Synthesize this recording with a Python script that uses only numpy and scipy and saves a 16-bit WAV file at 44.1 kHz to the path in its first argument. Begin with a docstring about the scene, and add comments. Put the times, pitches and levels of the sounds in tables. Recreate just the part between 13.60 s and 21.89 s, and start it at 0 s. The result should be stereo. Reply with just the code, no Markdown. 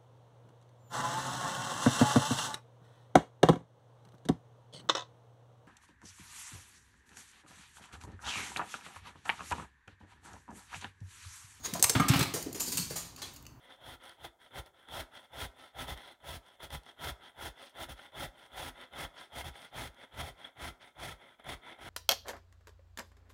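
"""A carrot is worked down and up a steel box grater, about two and a half strokes a second, in a quiet kitchen.
Each downstroke drags it over the teeth: random tiny snaps ring the box's resonances, wet flesh tears with
a hiss of denser snaps, and the box shudders in a low wobble. Each return only skims the teeth, with a lighter
rub and flicking shreds. Noise bursts make the catches, short low tones the knocks, wavering tones the squeaks.
Echoes, a cupping hand, a faint room and a steady background noise surround it, as one close microphone hears it."""
import sys
import numpy as np
from scipy import signal
from scipy.fft import rfft, irfft
from scipy.io import wavfile
from scipy.ndimage import uniform_filter1d

SR = 44100
rng = np.random.default_rng(int(sys.argv[2]) if len(sys.argv) > 2 else 0)


def materialize(psi):
    """Save the field psi as 16-bit PCM at rate SR to the path in sys.argv[1].

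    A 1-D psi becomes a single channel; in a 2-D psi each row is a channel.
    """
    bounded = np.clip(np.atleast_2d(psi).T, -1, 1)
    quanta = np.round(bounded * 32767).astype(np.int16)
    wavfile.write(sys.argv[1], SR, quanta)


N = 365588
TIME = np.arange(N) / SR
EDGE_HZ = 15900  # upper band limit

# Levels in these tables are starting points: the functions add their own trims.
# downstrokes, two rows when a stroke snags: start t/s, push t/s, hold t/s, rasp level/dB,
# swell during the hold level/dB, tearing against the rasp level/dB, shudder against the rasp level/dB
CUTS = [(0.153, 0.13, 0.066, -50.5, -3.5, -12, -6.5), (0.545, 0.092, 0.013, -47, 7, -12.5, -8.5),
        (0.893, 0.081, 0.015, -42, 3.5, -11, -6), (1.038, 0.028, .006, -60.5, 3, -11, -14),
        (1.251, .076, 0.079, -42.6, 5.5, -10.5, -8), (1.683, 0.11, 0.057, -43, 0.5, -9, -5),
        (2.119, 0.092, .042, -44.5, -6.5, -9.5, -3), (2.242, 0.054, .031, -41.5, -1, -10, -4),
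        (2.585, 0.11, 0.065, -46.5, -2.5, -8, -3), (2.977, 0.062, .014, -46.5, -1, -9.5, -6),
        (3.081, 0.037, .031, -44.5, 8, -9, -1.5), (3.353, 0.095, 0.053, -41, 0.5, -8.5, -5.5),
        (3.728, 0.1, 0.051, -43, -0.5, -9.5, -8.5), (4.118, 0.096, 0.021, -42, -1, -10, -11),
        (4.27, .027, 0.022, -47.5, 0, -9.5, -0.5), (4.504, .104, 0.047, -41, -1, -9.5, -5),
        (4.879, 0.114, 0.098, -44.5, -2.5, -9.5, -7), (5.291, 0.12, 0.036, -41, -2.5, -10.5, -7.5),
        (5.685, 0.101, 0.025, -43.5, -1.5, -8, -5.5), (5.836, .009, 0.039, -46, 1, -9.7, -1.5),
        (6.097, 0.0902, 0.085, -44, -4.5, -10, -4), (6.486, 0.099, 0.026, -43, 5, -12, -1),
        (6.611, 0.021, 0.062, -47.5, 1.5, -10.5, -5.5), (6.941, 0.086, 0.058, -42.5, 1.5, -10.5, -5.5),
        (7.338, 0.098, 0.088, -45, -4.5, -10, -5), (7.828, 0.066, 0.045, -42.5, -3.5, -13, -6),
        (8.159, 0.06, 0.061, -47, 3, -13.5, -11)]
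# return strokes: start t/s, push t/s, hold t/s, rasp level/dB, swell during the hold level/dB,
# loose shreds against the rasp level/dB
RETURNS = [(-0.024, 0.047, 0.039, -60.5, 1.5, -15), (0.08, 0.024, 0.04, -56, -5, -15.5),
           (0.388, 0.052, 0.085, -55.5, -5.5, -11.5), (0.779, 0.039, 0.053, -63, -2, -11),
           (1.124, 0.042, 0.08, -63, 1.5, -16.6), (1.501, 0.055, .024, -52.3, 1.5, -11.5),
           (1.603, 0.014, 0.031, -63, 7, -11), (1.930, 0.072, 0.07, -56.5, 1, -10.5),
           (2.35, 0.027, 0.14, -55, -2, -12), (2.816, 0.047, 0.081, -62, -1, -13),
           (3.204, 0.059, 0.029, -58, 12, -11), (3.586, 0.064, 0.035, -53.5, -4, -14.5),
           (3.94, .084, 0.066, -58, -13, -7), (4.345, 0.032, 0.078, -56, 6, -11.5),
           (4.722, 0.068, 0.069, -57.5, 0, -12), (5.133, 0.05, 0.055, -52.5, 2.5, -16),
           (5.52, 0.07, 0.057, -54.5, -5, -9), (5.913, 0.046, 0.093, -54, 2.5, -9),
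           (6.314, 0.1, 0.023, -54.5, 3.5, -15.5), (6.744, 0.046, 0.081, -55, 5, -16),
           (7.187, 0.035, 0.059, -58, -3, -13), (7.57, 0.054, 0.11, -60.5, -6, -18.5),
           (7.779, .021, 0.007, -60.5, 2, -23), (8.003, 0.067, 0.055, -51, 1.5, -19)]
# the carrot catches on a tooth or lands on the steel: t/s, peak level/dB, treble against the body level/dB
CATCHES = [(0.103, -43, -26), (0.494, -37.5, -9), (0.516, -44, -15), (0.862, -46, -23), (0.909, -50, -24),
           (1.061, -43, -7), (1.286, -38, -19), (1.534, -54, -30), (2.17, -41, -22), (2.305, -34, -12),
           (2.375, -37, -13), (2.603, -52, -26), (3.003, -37, -17), (3.104, -35, -12), (3.234, -47, -4),
           (3.263, -40, -20), (3.472, -26, -23), (4.392, -36.5, -28), (4.521, -49, -22), (4.838, -60, -25),
           (5.213, -44, -3), (5.334, -35.5, -26), (5.449, -30.5, -23), (5.611, -37, -16), (5.955, -38, -22),
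           (6.056, -50, -25), (6.345, -52, -1), (6.437, -39.5, -23), (6.548, -46.5, -15), (6.845, -40, -34),
           (6.97, -48, -24), (7.351, -55, -20), (7.797, -43, -24), (7.843, -43, -19), (8.188, -44, -25)]
# brief stick-slip squeaks on wet steel: start t/s, length t/s, middle pitch f/Hz, level/dB
SQUEAKS = [(0.102, 0.031, 3360, -64), (2.368, 0.2, 3980, -67.5), (6.843, 0.013, 3350, -45)]
# the rim of the box knocks on the worktop: t/s, peak level/dB
KNOCKS = [(0.976, -56), (1.403, -37), (1.828, -41), (2.318, -35.5), (2.768, -45), (3.149, -45),
          (3.427, -51), (3.519, -38), (4.306, -51), (4.654, -52), (5.448, -36.5), (5.885, -40),
          (6.197, -39), (6.603, -50)]
# how far the hand covers the grater as the carrot gets shorter: t/s, cover/0-1
COVER = [(0, 0), (2, 0.1), (4, 0), (5.3, 0.27), (6.3, 0.37), (7.3, 0.69), (8.29, 0.7)]
# resonances of the steel box: f/Hz, width f/Hz, height level/dB
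BOX = [(256, 49, 7), (341.2, 19, 7), (409.5, 19, 7), (549, 120, 5), (758, 200, 4), (993, 105, 8.5),
       (1185, 12.4, 6), (1297, 73, 8.5), (1396, 94, 7.5), (1540, 210, 4), (1987, 340, 8.5), (2146, 75, 1.5),
       (3106, 110, 6), (3264, 174, 7), (3519, 108, 11.5), (3800, 43, 2), (4140, 95, 8), (5530, 180, 2)]
# high resonances of the thin perforated face: f/Hz, width f/Hz, height level/dB
FACE = [(4470, 170, 4), (5460, 240, 5.5), (6820, 1500, 5.5), (8700, 210, 1.5), (9750, 300, -0.5),
        (10900, 250, 1.5), (15130, 300, 3)]
# broad colour of the rasp beneath the resonances: f/Hz, level/dB
RASP = [(30, -12), (190, -11), (460, -10.5), (650, -6.5), (880, -6), (1100, -13.5), (1500, -8.5),
        (2150, -10.5), (2500, -16), (3600, -12), (4500, -34), (7400, -55), (10500, -25), (16000, -58)]
# change of the rasp's colour on the return: f/Hz, level/dB
SKIM = [(60, -1.5), (200, -1), (600, -1), (1000, -1.5), (2000, -2), (3400, 1.5), (5000, -2.5),
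        (16000, -1.5)]
# colour of tearing flesh: f/Hz, level/dB
TEAR = [(100, -20), (1000, -1), (2600, 9), (4200, 5), (5600, 1), (7400, -5.5), (8500, 1.5), (11000, 3.5),
        (11900, -4), (13500, -2), (16000, -2)]
# colour of loose shreds sliding on the steel: f/Hz, level/dB
SHREDS = [(100, -31), (2600, 12), (4200, 9), (5600, 3.5), (7400, -6.5), (8600, 6), (11200, 2.5),
          (11900, -7), (16000, -4.5)]
# colour of the teeth's snaps as the stroke starts: f/Hz, level/dB
FIRST_BITE = [(100, -10.5), (700, 4), (2000, -5), (3400, 2), (5000, -4), (16000, 1.5)]
# colour of the teeth's snaps as the stroke ends: f/Hz, level/dB
LAST_BITE = [(100, -2.5), (350, 5), (800, -2.5), (2000, -1), (3400, -0.5), (5000, 5.5), (16000, 0)]
# colour of jolts passed on by the worktop: f/Hz, level/dB
WORKTOP = [(20, -35.0), (45, 0.5), (70, 3.0), (100, -2.0), (130, 1.5), (150, -4), (170, -3.5), (195, -14),
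           (600, -40.5)]
# colour under the cupped hand, counted from a cover of one third: f/Hz, change for full cover level/dB
CUPPED = [(100, 2), (165, 5), (210, 4.5), (330, 2.5), (500, 0), (1100, 1), (1900, 0.5), (2300, 10),
          (2800, -1.5), (3500, -1), (5500, 2), (7500, 2.5), (10500, 0), (12500, -5), (16000, -5)]
# how long the kitchen's echo takes to fall by 60 dB: f/Hz, decay t/s
KITCHEN = [(100, 0.55), (600, 0.73), (3000, 0.31), (8000, 0.33), (16000, 0.17)]
# colour of the background noise: f/Hz, level/dB
BACKGROUND = [(20, -24), (50, -0.5), (150, -19), (600, -13), (2000, -51), (6000, -23.5), (16000, -26.5)]
# How each sound answers the pressure of the hand. All six laws have the same columns:
# power of the rise, multiple of the swell, lag behind the let-go t/s, release t/s
# rasp of the downstroke
RASP_LAW = (1.61, 1.24, 0.0011, 0.015)
# tearing flesh
TEAR_LAW = (3.07, 1.5, 0.0017, 0.013)
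# rub of the return stroke
SKIM_LAW = (1, 1.0, 0.0009, 0.023)
# loose shreds
SHREDS_LAW = (1.84, 0.62, .001, 0.021)
# rocking of the box
ROCK_LAW = (3.8, .6, 0.038, 0.013)
# jolts from single teeth
JUDDER_LAW = (1.95, 1.1, 0.0067, 0.016)


def from_db(db):
    """Turns decibels into a gain."""
    return 10 ** (np.asarray(db) / 20)


def unit(x):
    """Scales a sound to an average (rms) strength of 1."""
    return x / np.sqrt(np.mean(x ** 2) + 1e-20)


def read(points, hz):
    """Reads a table at the given frequencies, with straight lines on a log-frequency axis."""
    f, value = np.transpose(points)
    return np.interp(np.log(hz + 1), np.log(f), value)


def wander(hz):
    """Smooth random drift of rms 1, mostly slower than hz."""
    f = np.fft.rfftfreq(N, 1 / SR)
    spectrum = rfft(rng.standard_normal(N))
    return unit(irfft(spectrum * np.exp(-(f / hz) ** 2), N))


def response(*colours, modes=(), size=8192):
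    """How a body rings after one tap: a decay of energy 1 with the given colours and resonances."""
    hz = np.fft.rfftfreq(size, 1 / SR)
    db = sum(read(colour, hz) for colour in colours)
    db = db + sum(height / (1 + (2 * (hz - f) / width) ** 2) for f, width, height in modes)
    # minimum phase: the ring starts at the tap, never before it
    log_gain = np.log(from_db(np.r_[db, db[-2:0:-1]]))
    spectrum = np.exp(np.conj(signal.hilbert(log_gain)))
    ring = np.fft.ifft(spectrum).real[:size // 2]
    return ring / np.linalg.norm(ring)


def through(x, ring):
    """Lets every sample of x set off the ring."""
    return signal.oaconvolve(x, ring)[:len(x)]


def add(mix, s, sound):
    """Lays a sound into the mix at time s."""
    part = mix[int(s * SR):][:len(sound)]
    part += sound[:len(part)]


def snaps(per_s, spread_db, grip):
    """Tiny fractures of uneven size, clumped by the grip of the teeth; the hand keeps their mean force steady."""
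    size = from_db(spread_db * np.minimum(rng.exponential(1, N), 4))
    happens = rng.random(N) < per_s / SR
    clicks = happens * rng.choice([-1, 1], N) * size * grip
    mean_power = abs(uniform_filter1d(clicks ** 2, size=900))  # over 20 ms
    return clicks / np.sqrt(mean_power + 1e-6)


def played(strokes, law, axis=None, late_s=0):
    """Gain over time: the hand pushes in, holds with a swell or sag, and lets go.

    axis picks a column with a level relative to the rasp; late_s slows the rise."""
    steepness, share, lag_s, release_s = law
    power = np.zeros(N)
    for row in strokes:
        start, push, hold, db, swell_db = row[:5]
        span = (TIME > start) & (TIME < start + .5)
        t = TIME[span] - start
        rise = np.minimum(t / (push + late_s), 1) ** steepness
        swell = share * swell_db * (np.clip((t - push) / hold, 0, 1) - .5)
        release = np.exp(-np.maximum(t - push - hold - lag_s, 0) / release_s)
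        relative_db = row[axis] if axis else 0
        power[span] += (rise * release * from_db(db + swell + relative_db)) ** 2
    return np.sqrt(power)


def since_let_go():
    """Seconds since the hand eased off in the latest downstroke; negative while it presses, 0 before the first."""
    since = np.zeros(N)
    for start, push, hold, *_ in CUTS:
        span = TIME >= start
        since[span] = TIME[span] - (start + push + hold)
    return since


def pulp(fill_s=0.046):
    """How full the teeth are, 0-1: empty at each bite, full shortly after the hand eases off."""
    filled = np.zeros(N)
    for start, push, hold, *_ in CUTS:
        span = TIME >= start
        filled[span] = np.minimum((TIME[span] - start) / (push + hold + fill_s), 1)
    return filled


def kitchen_background():
    """Steady random noise, coloured like the quiet kitchen."""
    return through(rng.standard_normal(N), response(BACKGROUND))


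def kitchen_echo(x, delay_s=0.0027):
    """Dense reflections from hard walls: the middle pitches last longest and the top treble dies first."""
    taps = rng.standard_normal(SR // 2) * (np.arange(SR // 2) > delay_s * SR)
    hz, t, z = signal.stft(taps, SR, nperseg=256)
    z = z * 1e-3 ** (t / read(KITCHEN, hz)[:, None])
    tail = signal.istft(z, SR)[1]
    return through(x, tail / np.linalg.norm(tail))


def under_hand(x):
    """The hand closes in over the teeth, shading the top treble and adding a hollow ring."""
    hz, t, z = signal.stft(x, SR, nperseg=512, noverlap=384)
    cover = np.interp(t, *np.transpose(COVER)) - 1 / 3
    z = z * from_db(read(CUPPED, hz)[:, None] * cover)
    return signal.istft(z, SR, nperseg=512, noverlap=384)[1][:N]


def inside_box(x, echo_db=-11, decay_s=0.002):
    """The treble bounces for a few milliseconds between the steel walls."""
    t = np.arange(SR // 20) / SR
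    echoes = rng.standard_normal(len(t)) * np.exp(-t / decay_s) * (t > .0005)
    echoes = unit(echoes) / np.sqrt(len(t))
    treble = signal.sosfilt(signal.butter(2, 3000, "highpass", fs=SR, output="sos"), x)
    return x + from_db(echo_db) * through(treble, echoes)


def box_ring(x, *colours, count=6, mode_db=2.6, detune=.006, travel_hz=9):
    """Each patch of teeth drives the box's modes in its own proportions; the carrot slides from patch to patch."""
    place, out = wander(hz=travel_hz), np.zeros(N)
    # patches come in opposite pairs, so their differences balance out
    chance = rng.standard_normal((count // 2, len(BOX), 3))
    for k, draw in enumerate(np.concatenate([chance, -chance])):
        modes = np.array(BOX) * (1 + draw * [detune, 0, 0]) + draw * [0, 0, mode_db]
        distance = abs((2 * place - k) % count - count / 2)
        share = np.clip(1 - distance, 0, 1)
        out += through(x * share, response(*colours, modes=modes))
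    return out


def knocks(ring_hz=64, decay_s=0.0067, knock_db=-1):
    """A hard bite tips the box against the worktop: a dull, quickly damped thud."""
    t, out = np.arange(SR // 8) / SR, np.zeros(N)
    thud = np.sin(2 * np.pi * ring_hz * t) * np.sqrt(t) * np.exp(-t / decay_s)
    for s, db in KNOCKS:
        add(out, s, from_db(db + knock_db) * thud / abs(thud).max())
    return out


def squeaks(waver=0.053):
    """The carrot sticks and slips for a moment, at an unsteady pitch."""
    drift, out = 1 + waver * wander(hz=337), np.zeros(N)
    for s, length, hz, db in SQUEAKS:
        swell = np.sin(np.pi * np.clip((TIME - s) / length, 0, 1))
        tone = np.sin(2 * np.pi * np.cumsum(hz * drift) / SR)
        out += np.sqrt(2) * from_db(db) * swell * tone
    return out


def flicks(per_s=45, spread_db=5.5, flick_db=14, smear_s=.0022):
    """On the way back, single wet shreds flick off the teeth with tiny ticks, louder where more of them slide."""
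    size = from_db(spread_db * np.minimum(rng.exponential(1, N), 3))
    ticks = (rng.random(N) < per_s / SR) * size * played(RETURNS, SHREDS_LAW, axis=5)
    t = np.arange(SR // 50) / SR
    smack = rng.standard_normal(len(t)) * np.exp(-t / smear_s)
    smacks = through(ticks, smack / np.linalg.norm(smack))
    return from_db(flick_db) * through(smacks, response(SHREDS, modes=FACE))


def returns(grip_db=1.55, rasp_db=0.24, shreds_db=1.5, patchy_db=5.0, uneven_db=1.2):
    """The carrot skims the blunt side of the teeth: a finer, lighter rub with a few wet shreds."""
    grip = from_db(grip_db * wander(hz=178))
    drag = from_db(uneven_db * wander(hz=45))
    rub = snaps(per_s=7600, spread_db=1.5, grip=grip)
    wet = snaps(per_s=6400, spread_db=-1.5, grip=grip ** .5)
    rasp = box_ring(rub * drag * played(RETURNS, SKIM_LAW), RASP, SKIM)
    sliding = wet * drag * played(RETURNS, SHREDS_LAW, axis=5)
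    shreds = through(sliding, response(SHREDS, modes=FACE))
    # thick (lower) and fine (higher) shreds take turns under the carrot
    thick = signal.sosfiltfilt(signal.butter(3, 7200, fs=SR, output="sos"), shreds)
    turn = from_db(patchy_db / 2 * wander(hz=30))
    shreds = thick * turn + (shreds - thick) / turn
    return from_db(rasp_db) * rasp + from_db(shreds_db) * shreds


def catches(crumble_s=0.0069, crack_s=0.0018, body_db=-5.5, crack_db=4):
    """The carrot catches or lands: a sharp wet crack together with a brief crumbling that rings the box."""
    body, crack = response(RASP, SKIM, modes=BOX), response(SHREDS, modes=FACE)
    t, out = np.arange(len(body)) / SR, np.zeros(N)
    for s, db, treble_db in CATCHES:
        burst = rng.standard_normal(len(t))
        hit = from_db(body_db) * through(burst * np.exp(-t / crumble_s), body)
        hit += from_db(crack_db + treble_db) * through(burst * np.exp(-t / crack_s), crack)
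        add(out, s, from_db(db) * hit / abs(hit).max())
    return out


def shudder(pressed_hz=74, free_hz=48, release_s=0.046, ease_s=0.00827, build_s=0.01276,
            rock_db=-4.0, judder_db=-3):
    """The box rocks on its rim, fast while pressed down and slower as the hand lets up."""
    pressed = np.clip(1 - (since_let_go() + ease_s) / release_s, 0, 1)
    hz = (free_hz + (pressed_hz - free_hz) * pressed) * np.exp(0.18 * wander(hz=41.0))
    wobble = np.sin(2 * np.pi * np.cumsum(hz) / SR)
    rock = unit(wobble * from_db(3.3 * wander(hz=41)))
    # single teeth jolt the worktop through the rim; the weight of the hand evens out the jolts
    judder = through(snaps(per_s=900, spread_db=3.0, grip=1), response(WORKTOP))
    judder = judder / np.sqrt(abs(uniform_filter1d(judder ** 2, size=2200)) + 1e-6)
    rocking = rock * played(CUTS, ROCK_LAW, axis=6, late_s=build_s)
    juddering = judder * played(CUTS, JUDDER_LAW, axis=6)
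    return from_db(rock_db) * rocking + from_db(judder_db) * juddering


def downstrokes(grip_db=0.5, rasp_db=0.62, tear_db=3.0, tear_grip=.5, uneven_db=1.27):
    """Teeth bite and let go: their snaps ring the box while the flesh between them tears."""
    grip = from_db(grip_db * wander(hz=271))
    teeth = snaps(per_s=4200, spread_db=1.5, grip=grip)
    # the colour of the bite shifts as the teeth fill with pulp
    filled = pulp()
    empty_teeth = through(teeth, response(FIRST_BITE))
    full_teeth = through(teeth, response(LAST_BITE))
    teeth = (1 - filled) * empty_teeth + filled * full_teeth
    cells = snaps(per_s=14000, spread_db=2.0, grip=grip ** tear_grip)
    juice = from_db(0.75 * wander(hz=70))  # firm and wet spots alternate
    drag = from_db(uneven_db * wander(hz=45))  # the carrot drags unevenly from one row of teeth to the next
    rasp = box_ring(teeth * drag * played(CUTS, RASP_LAW), RASP)
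    tearing = cells * juice * drag * played(CUTS, TEAR_LAW, axis=5)
    tear = through(tearing, response(TEAR, modes=FACE))
    return from_db(rasp_db) * rasp + from_db(tear_db) * tear


def scene(catch_db=-4, room_db=-17, background_db=-82):
    """The grater close by, a little of the kitchen behind it; both channels alike."""
    background = kitchen_background()
    strokes = downstrokes() + returns()
    scraping = inside_box(strokes + flicks() + squeaks() + from_db(catch_db) * catches())
    grater = under_hand(scraping + shudder() + knocks())
    # a small box sends little bass into the room
    radiated = signal.sosfilt(signal.butter(2, 150, "highpass", fs=SR, output="sos"), grater)
    mono = grater + from_db(room_db) * kitchen_echo(radiated) + from_db(background_db) * background
    return np.array([mono, mono])


def record(dry):
    """The microphone sheds the deepest bass; then a steep filter removes the treble above the band limit."""
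    thinned = signal.sosfiltfilt(signal.butter(2, 29, "highpass", fs=SR, output="sos"), dry)
    edge = signal.firwin(801, EDGE_HZ, window=("kaiser", 8), fs=SR)
    return signal.oaconvolve(thinned, edge[None], "same")


dry = scene()
out = record(dry)
materialize(out)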